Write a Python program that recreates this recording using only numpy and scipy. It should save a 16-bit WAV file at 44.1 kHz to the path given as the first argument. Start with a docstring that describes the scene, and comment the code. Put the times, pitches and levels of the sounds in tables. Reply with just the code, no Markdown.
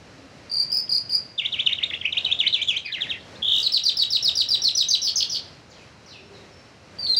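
"""A lark sings in a wicker cage in a hard-walled yard, over a faint town hum. Quavering whistles (0.5 s),
looping slurs (1.4 s), plain falls and two peeps (2.8 s), a warble (3.4 s), falling cascades (3.6 s),
stutters (5.0 s). A far bird calls in the pause (5.7 s); level whistles close (7.0 s).
The syrinx is a gliding near-sine with weak overtones and rasp; floor, cage and walls return every note."""
import sys
import numpy as np
from scipy import signal
from scipy.fft import rfft, irfft, next_fast_len
from scipy.io import wavfile
from scipy.ndimage import uniform_filter1d, map_coordinates

SR = 44100
rng = np.random.default_rng(int(sys.argv[2]) if len(sys.argv) > 2 else 0)


def output_pcm(signal):
    """Save a mono or channel-first signal as 16-bit PCM at the path in sys.argv[1].

    Samples are clipped to [-1, 1] before scaling.
    """
    pcm = np.clip(np.atleast_2d(signal).T, -1, 1) * 32767
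    wavfile.write(sys.argv[1], SR, np.round(pcm).astype(np.int16))


N = 317079
TIME_S = np.arange(N) / SR

TOWN_SPECTRUM = [(18, -59.5), (30, -25), (86, 4), (368, -5), (497, -4.5), (550, -3.5), (863, -9.5),
                 (2730, -13), (3600, -19.5), (3980, -14.5), (5520, -18), (12000, -42), (15600, -85),
                 (22000, -120)]  # town noise: f/Hz, relative level/dB
TOWN_HUMS = [(0, 0.43, 281, -53), (2.099, .35, 700, -55.5), (3.306, 0.56, 1225, -61),
             (4.109, 0.37, 670, -63), (6.102, 0.51, 391, -53.5)]  # distant hums: t/s, length/s, f/Hz, level/dB
FAR_BIRD_CALLS = [(5.701, 0.042, 2820, 7500, -47), (5.76, 0.078, 2190, 3190, -53),
                  (6.06, 0.084, 3240, 6080, -43.5), (6.121, 0.055, 2385, 3250, -43.5),
                  (6.13, .25, 5430, 5400, -62.5), (6.34, 0.042, 3580, 4340, -49),
                  (6.49, 0.16, 5390, 5410, -57.5)]  # far slides: t/s, length/s, low f/Hz, high f/Hz, base level/dB
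REFLECTIONS = [(.0012, -28), (.0027, -10), (.0053, -10), (0.01, -14), (.0197, -4.5), (.025, -2.55),
               (.0383, -10), (.05, -14.5)]  # floor, cage and wall echoes: delay/s, gain/dB
WALL_RESPONSE = [(2500, 3), (3300, -12), (3900, -6), (4400, 0), (5500, -3.5), (7000, 1), (15000, -29.5)]  # colour of the echoes: f/Hz, gain/dB

THROAT_RESPONSE = [(4000, -13.5), (5500, -28.5), (7000, -35.5), (8500, -40), (10000, -36), (11500, -47),
                   (13000, -59.5), (15200, -27)]  # overtones leaving throat and beak: f/Hz, gain/dB
RASP_SPECTRUM = [(1000, -36.5), (2500, -20), (5500, 3), (7000, -2), (9800, -7), (12000, -26), (14000, 14.5),
                 (15500, -1.5)]  # turbulence in the syrinx: f/Hz, relative level/dB
SYRINX_PRESS = [(.5, 9), (1.15, 5.5), (1.4, -1.5), (2.52, -2.5), (2.63, 8), (2.9, 4), (3.5, -1), (3.7, 6.5),
                (7, 6)]  # pressure lifting overtones and rasp: t/s, gain/dB

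# syrinx gestures: share of length/0..1, pitch in range/0..1, gain/dB
FALL_GESTURE = [(0, 0.687, -10), (.13, .93, -3), (.3, .7, 1), (.45, .45, -2), (.65, .18, -16.5),
                (1, 0.032, -13.5)]
RISE_GESTURE = [(0, 0.042, -20.5), (.35, 0.21, -17.5), (.54, .5, -1), (.86, .873, -3), (1, .92, -7.5)]
SLIDE_GESTURE = [(0, 0.94, 0), (.12, .8, -2.5), (.35, .42, 0.5), (1, 0.041, -5)]
FLICK_GESTURE = [(0, 1, 1), (.5, .85, 0), (.78, 0.17, 1.5), (1, 0.04, -12)]
HOLD_GESTURE = [(0, 0.82, 0), (.12, 0.92, 1.5), (.85, .7, -0.5), (1, 0.026, -0.5)]

BEAK_TICKS = [(.715, -36), (.877, -32), (1.093, -37), (6.984, -38)]  # ticks at note onsets: t/s, level/dB
# level whistles: t/s, length/s, low f/Hz, high f/Hz, base level/dB
HELD_NOTES = [(.497, 0.01, 4200, 4820, -36.5), (0.701, 0.009, 4420, 4760, -29),
              (6.986, 0.057, 4110, 4746, -29.5), (7.04, 0.031, 3120, 4765, -23.5),
              (7.071, .082, 3560, 4343, -20), (7.164, .051, 4400, 4765, -18)]
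# quavering whistles: t/s, length/s, top f/Hz, dip/Hz, first level/dB, last level/dB
QUAVER_NOTES = [(0.514, 0.12, 4757, 458, -22.5, -17), (.718, .088, 5078, 614, -20, -17),
                (.893, 0.092, 4950, 857, -20.5, -14.5), (1.094, 0.079, 4916, 501, -25.5, -10.5)]
# looping slurs: t/s, length/s, low f/Hz, fall level/dB, rise level/dB
LOOP_NOTES = [(1.377, .09, 2010, -20, -16.5), (1.521, 0.091, 2110, -21, -14.5),
              (1.659, 0.079, 2110, -18, -16), (1.778, 0.07, 1912, -27, -16),
              (1.901, 0.053, 1968, -17, -20.5), (2.011, 0.059, 1830, -24, -18.5),
              (2.123, .066, 2107, -18.5, -14), (2.244, .089, 2366, -17, -12.5),
              (2.389, 0.094, 2180, -15, -11), (2.526, 0.11, 2165, -16.5, -15.5),
              (2.674, .108, 2160, -16.5, -13.5)]
# plain falls, the first in two voices: t/s, high f/Hz, low f/Hz, base level/dB
DROP_NOTES = [(2.845, 2650, 1710, -31), (2.849, 4986, 3350, -38.5), (2.919, 4100, 1720, -21.5),
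              (3.006, 4194, 1720, -22), (3.089, 4120, 1720, -24)]
PEEP_NOTES = [(3.184, 0.031), (3.328, 0.058)]  # soft rising peeps: t/s, length/s
CASCADE_NOTES = [(3.628, .054, 4720), (3.72, .063, 5330), (3.836, 0.068, 5500), (3.969, 0.072, 5276),
                 (4.104, .071, 5490), (4.225, 0.076, 5540), (4.353, 0.074, 5690), (4.487, .073, 5570),
                 (4.618, 0.079, 5710), (4.75, 0.082, 5875), (4.885, 0.074, 6090)]  # falling run: t/s, length/s, top f/Hz
STUTTER_NOTES = [(5.017, 0.051, -21), (5.157, 0.043, -21.5), (5.296, .046, -25)]  # slides ending in flicks: t/s, time to first flick/s, base level/dB


def undb(db):
    """Decibels to gain."""
    return 10 ** (np.asarray(db) / 20)


def spectrum_at(points, hz):
    """Gain of an (f/Hz, level/dB) curve at hz."""
    f, db = np.transpose(points)
    return undb(np.interp(np.log(hz + 1), np.log(f), db))


def shaped(x, points):
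    """Filter by an (f/Hz, level/dB) curve."""
    size = len(x)
    return irfft(rfft(x) * spectrum_at(points, np.arange(size // 2 + 1) * SR / size), size)


def unit(x):
    """Scale to rms 1."""
    return x / np.sqrt(np.mean(x ** 2))


def coloured(points, count):
    """Noise of a given spectrum, rms 1."""
    return unit(shaped(rng.standard_normal(next_fast_len(count)), points)[:count])


def band(x, lo_hz, hi_hz):
    """Gentle band-pass."""
    sos = signal.butter(2, [lo_hz, min(hi_hz, .45 * SR)], "band", fs=SR, output="sos")
    return signal.sosfilt(sos, x)


def walk(count, rate_hz):
    """Smooth random drift, spread near 1."""
    place = np.arange(count) / SR * rate_hz
    return map_coordinates(rng.standard_normal(4096), [place], order=3, mode="wrap")


def add(track, start_s, sound):
    """Mix a sound in at start_s."""
    i = int(start_s * SR)
    part = sound[:max(N - i, 0)]
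    track[i:i + len(part)] += part


def town(mid_band_db=-49.5, waver_db=1.84):
    """Distant hum and hiss; narrow hums come and go."""
    noise = coloured(TOWN_SPECTRUM, N)
    out = noise / np.std(band(noise, 100, 1000)) * undb(mid_band_db + waver_db * walk(N, 7.2))
    for start_s, length_s, hz, db in TOWN_HUMS:
        count = int(length_s * SR)
        hum = unit(band(rng.standard_normal(count), hz - 20, hz + 20))
        add(out, start_s, hum * signal.windows.tukey(count, .5) * undb(db))
    return out


def far_bird():
    """Faint slides and near-level notes from a second syrinx."""
    return notes(SLIDE_GESTURE, FAR_BIRD_CALLS, wander=.0038, rough=.007,
                 slope_db=-6, rasp_db=-25, flutter_db=1.5)


def yard(x, scatter_db=-12, scatter_t60_s=.24, tail_db=-16, tail_t60_s=.54, wall_delay_s=.023):
    """Quick scatter off wicker and ground, then a diffuse tail from the walls."""
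    t = TIME_S[:SR]
    scatter = rng.standard_normal(SR) * undb(-60 * t / scatter_t60_s)
    tail = rng.standard_normal(SR) * undb(-60 * t / tail_t60_s) * (t > wall_delay_s)
    response = undb(scatter_db) * unit(scatter) + undb(tail_db) * unit(band(tail, 300, 8000))
    return signal.fftconvolve(x, response / np.sqrt(SR))[:N]


def echoes(x, blur_s=.001, blur_db=-3, ring_hz=3900, ring_t60_s=.19, ring_db=-13):
    """Single reflections smeared by uneven surfaces, plus a short ring between the cage bars."""
    bounces = np.zeros(SR // 4)
    for delay_s, db in REFLECTIONS:
        smear = rng.standard_normal(256) * np.exp(-TIME_S[:256] / blur_s)
        bounce = undb(blur_db) * smear / np.linalg.norm(smear)
        bounce[0] += .75  # specular part
        add(bounces, delay_s, undb(db) * bounce)
    t = TIME_S[:SR // 8]
    fade = undb(-60 * t / ring_t60_s)
    ring = 2 * fade / fade.sum() * np.sin(2 * np.pi * ring_hz * t)
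    response = shaped(bounces, WALL_RESPONSE)[:len(t)] + undb(ring_db) * ring
    return signal.fftconvolve(x, response)[:N]


def ticks(decay_s=.0023):
    """Tiny beak ticks: decaying noise bursts."""
    out, t = np.zeros(N), TIME_S[:512]
    for start_s, db in BEAK_TICKS:
        burst = unit(band(rng.standard_normal(len(t)), 2950, 3340))
        add(out, start_s, undb(db) * burst * np.exp(-t / decay_s))
    return out


def syrinx(start_s, hz, db, rough, slope_db, rasp_db, half_db=-55, flutter_db=3,
           full_effort_db=-12, tension_db_per_oct=7, edge_s=.0015):
    """One unsteady sine. Overtones and rasp grow with effort; alternating cycles add half harmonics."""
    count = len(hz)
    t = TIME_S[:count]
    hz = hz * (1 + rough * walk(count, 1114))
    phase = 2 * np.pi * np.cumsum(hz) / SR
    tone = np.sin(phase) + undb(half_db) * (np.sin(phase / 2) + np.sin(1.5 * phase))
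    rasp = band(coloured(RASP_SPECTRUM, count), hz.min(), 2.33 * hz.mean())
    upper = undb(rasp_db + 2 * walk(count, 260)) * rasp
    for k in range(2, 6):
        gain = spectrum_at(THROAT_RESPONSE, k * hz) * undb(slope_db * (k - 2.5) + 2.2 * walk(count, 710))
        upper += gain * (k * hz < SR / 2) * np.sin(k * phase)
    press_db = np.interp(start_s + t, *np.transpose(SYRINX_PRESS)) + .25 * (np.max(db) - full_effort_db)
    press_db += tension_db_per_oct * np.log2(hz / 4500)  # tauter membranes, brighter tone
    gate = np.sin(np.pi / 2 * np.clip(np.minimum(t, t[-1] - t) / edge_s, 0, 1)) ** 2
    envelope = gate * undb(db + flutter_db * walk(count, 255.3))
    out = np.zeros(N)
    add(out, start_s, (tone + upper * undb(press_db)) * envelope)
    return out


def notes(gesture, rows, wander, **voice):
    """One gesture, stretched to each row's length and range, with random pitch drift."""
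    out = np.zeros(N)
    share, height, effort_db = np.transpose(gesture)
    for start_s, length_s, low_hz, high_hz, db in rows:
        u = np.linspace(0, 1, int(length_s * SR))
        hz = low_hz + (high_hz - low_hz) * np.interp(u, share, height)
        hz = uniform_filter1d(hz, size=90, mode="nearest") * (1 + wander * walk(len(u), 157.1))
        out += syrinx(start_s, hz, db + np.interp(u, share, effort_db), **voice)
    return out


def level_whistles():
    """Near-steady notes that drop at the end."""
    return notes(HOLD_GESTURE, HELD_NOTES, wander=.0056, rough=.0039,
                 slope_db=-6, rasp_db=-34, half_db=-44)


def quavers(rate_hz=35, first_dip_s=.018, dip_db=-5, break_db=-10, release_s=.018, release_db=-6):
    """High whistles in quick beats: hold, flick down, break briefly, restart."""
    out = np.zeros(N)
    for start_s, length_s, top_hz, dip_hz, first_db, last_db in QUAVER_NOTES:
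        t = TIME_S[:int(length_s * SR)]
        beat = (rate_hz * (t - first_dip_s)) % 1
        sag = uniform_filter1d(beat ** 3.02, size=60)
        gap = uniform_filter1d(1. * (beat < .2), size=120)
        db = np.linspace(first_db, last_db, len(t)) + dip_db * sag + break_db * gap
        db += release_db * np.clip(1 - (length_s - t) / release_s, 0, 1)
        hz = top_hz - dip_hz * sag
        out += syrinx(start_s, hz, db, rough=.0083, slope_db=-9, rasp_db=-35.5, half_db=-39.5)
    return out


def warble(start_s=3.421, length_s=.2, crest_s=3.502, rate_hz=60, centre_hz=3370,
           base_db=-17, ends_db=-8, throb_db=2.5):
    """Fast, uneven vibrato; swells and fades while it widens and turns to rasp."""
    u = np.linspace(0, 1, int(length_s * SR))
    t = start_s + u * length_s
    beat = np.cos(2 * np.pi * (rate_hz * (t - crest_s) + .071 * walk(len(u), 58.3)))
    swing_hz = np.linspace(170, 560, len(u))
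    rasp_db = np.linspace(-41, -9.5, len(u))
    db = base_db + ends_db * (2 * u - 1) ** 2 + throb_db * beat
    return syrinx(start_s, centre_hz + swing_hz * beat, db, rough=.017, slope_db=-1.5, rasp_db=rasp_db)


def loops(rise_s=.034, rest_s=.00495, span_ratio=1.92, ceiling_hz=3940, drop_s=.068,
          peep_range_hz=(2930, 4440), peep_db=-42.5):
    """U-shaped slurs, each a fall and a rise of constant length; then plain falls and two peeps."""
    falls, rises = [], []
    for start_s, length_s, low_hz, fall_db, rise_db in LOOP_NOTES:
        high_hz = min(span_ratio * low_hz, ceiling_hz)
        falls.append((start_s, length_s - rise_s - rest_s, low_hz, high_hz, fall_db))
        rises.append((start_s + length_s - rise_s, rise_s, low_hz, high_hz, rise_db))
    falls += [(start_s, drop_s, low_hz, high_hz, db) for start_s, high_hz, low_hz, db in DROP_NOTES]
    rises += [(start_s, length_s, *peep_range_hz, peep_db) for start_s, length_s in PEEP_NOTES]
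    return (notes(FALL_GESTURE, falls, wander=.027, rough=.022, slope_db=-8, rasp_db=-26.5, flutter_db=4)
            + notes(RISE_GESTURE, rises, wander=.0413, rough=.031, slope_db=-11.5, rasp_db=-28))


def stutters(slide_range_hz=(4640, 5976), flick_range_hz=(2810, 4682), flick_s=.011,
             overlap_s=.0123, flick_lift_db=.5):
    """High slides, each breaking into three even downward flicks."""
    slides, flicks = [], []
    for start_s, lead_s, db in STUTTER_NOTES:
        slides.append((start_s, lead_s + overlap_s, *slide_range_hz, db))
        for k in range(3):
            flicks.append((start_s + lead_s + k * flick_s, flick_s, *flick_range_hz, db + flick_lift_db))
    return (notes(SLIDE_GESTURE, slides, wander=.028, rough=.031, slope_db=-6, rasp_db=-32)
            + notes(FLICK_GESTURE, flicks, wander=.013, rough=.039, slope_db=-2, rasp_db=-23))


def cascades(hook_hz=197.4, knee_hz=3837, end_hz=2563, hook_share=.08, swell_share=.406, snap_share=.13,
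             base_db=-13.5, dip_db=-15, crescendo_db=6, snap_db=-5):
    """Each note hooks up, eases down to a knee in ever louder swells, then snaps down and fades."""
    out = np.zeros(N)
    for start_s, length_s, top_hz in CASCADE_NOTES:
        u = np.linspace(0, 1, int(length_s * SR))
        hook = np.clip(1 - u / hook_share, 0, 1)
        glide = np.interp(u, [hook_share, 1 - snap_share], [1, 0]) ** 1.35
        snap = np.clip(1 - (1 - u) / snap_share, 0, 1)
        hz = knee_hz + (top_hz - knee_hz) * glide - hook_hz * hook - (knee_hz - end_hz) * snap
        hz *= 1 + .0195 * walk(len(u), 165.7)
        dip = (1 - np.abs(np.sin(np.pi * (1 - u) / swell_share))) ** 2
        db = base_db + dip_db * dip - crescendo_db * (1 - u) + snap_db * snap
        out += syrinx(start_s, hz, db, rough=.022, slope_db=-4.5, rasp_db=-32.5,
                      half_db=-47, flutter_db=1.3)
    return out


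def scene(whistle_send_db=-1, slur_send_db=-3.5, run_send_db=1, far_direct_db=-5, far_send_db=10):
    """Near lark, far bird, reflections and town; mono."""
    slurs = loops()
    run = cascades() + stutters()
    whistles = quavers() + warble() + level_whistles() + ticks()
    far = far_bird()
    # the bird turns between phrases, so each throws its own share at the walls
    thrown = undb(whistle_send_db) * whistles + undb(slur_send_db) * slurs + undb(run_send_db) * run
    space = echoes(thrown) + yard(thrown + undb(far_send_db) * far)
    return (whistles + slurs + run + undb(far_direct_db) * far + space + town())[None]


def record(dry, cutoff_hz=15800):
    """Steep low-pass on the top treble."""
    return signal.sosfilt(signal.ellip(10, .2, 70, cutoff_hz, fs=SR, output="sos"), dry)


dry = scene()
out = record(dry)
output_pcm(out)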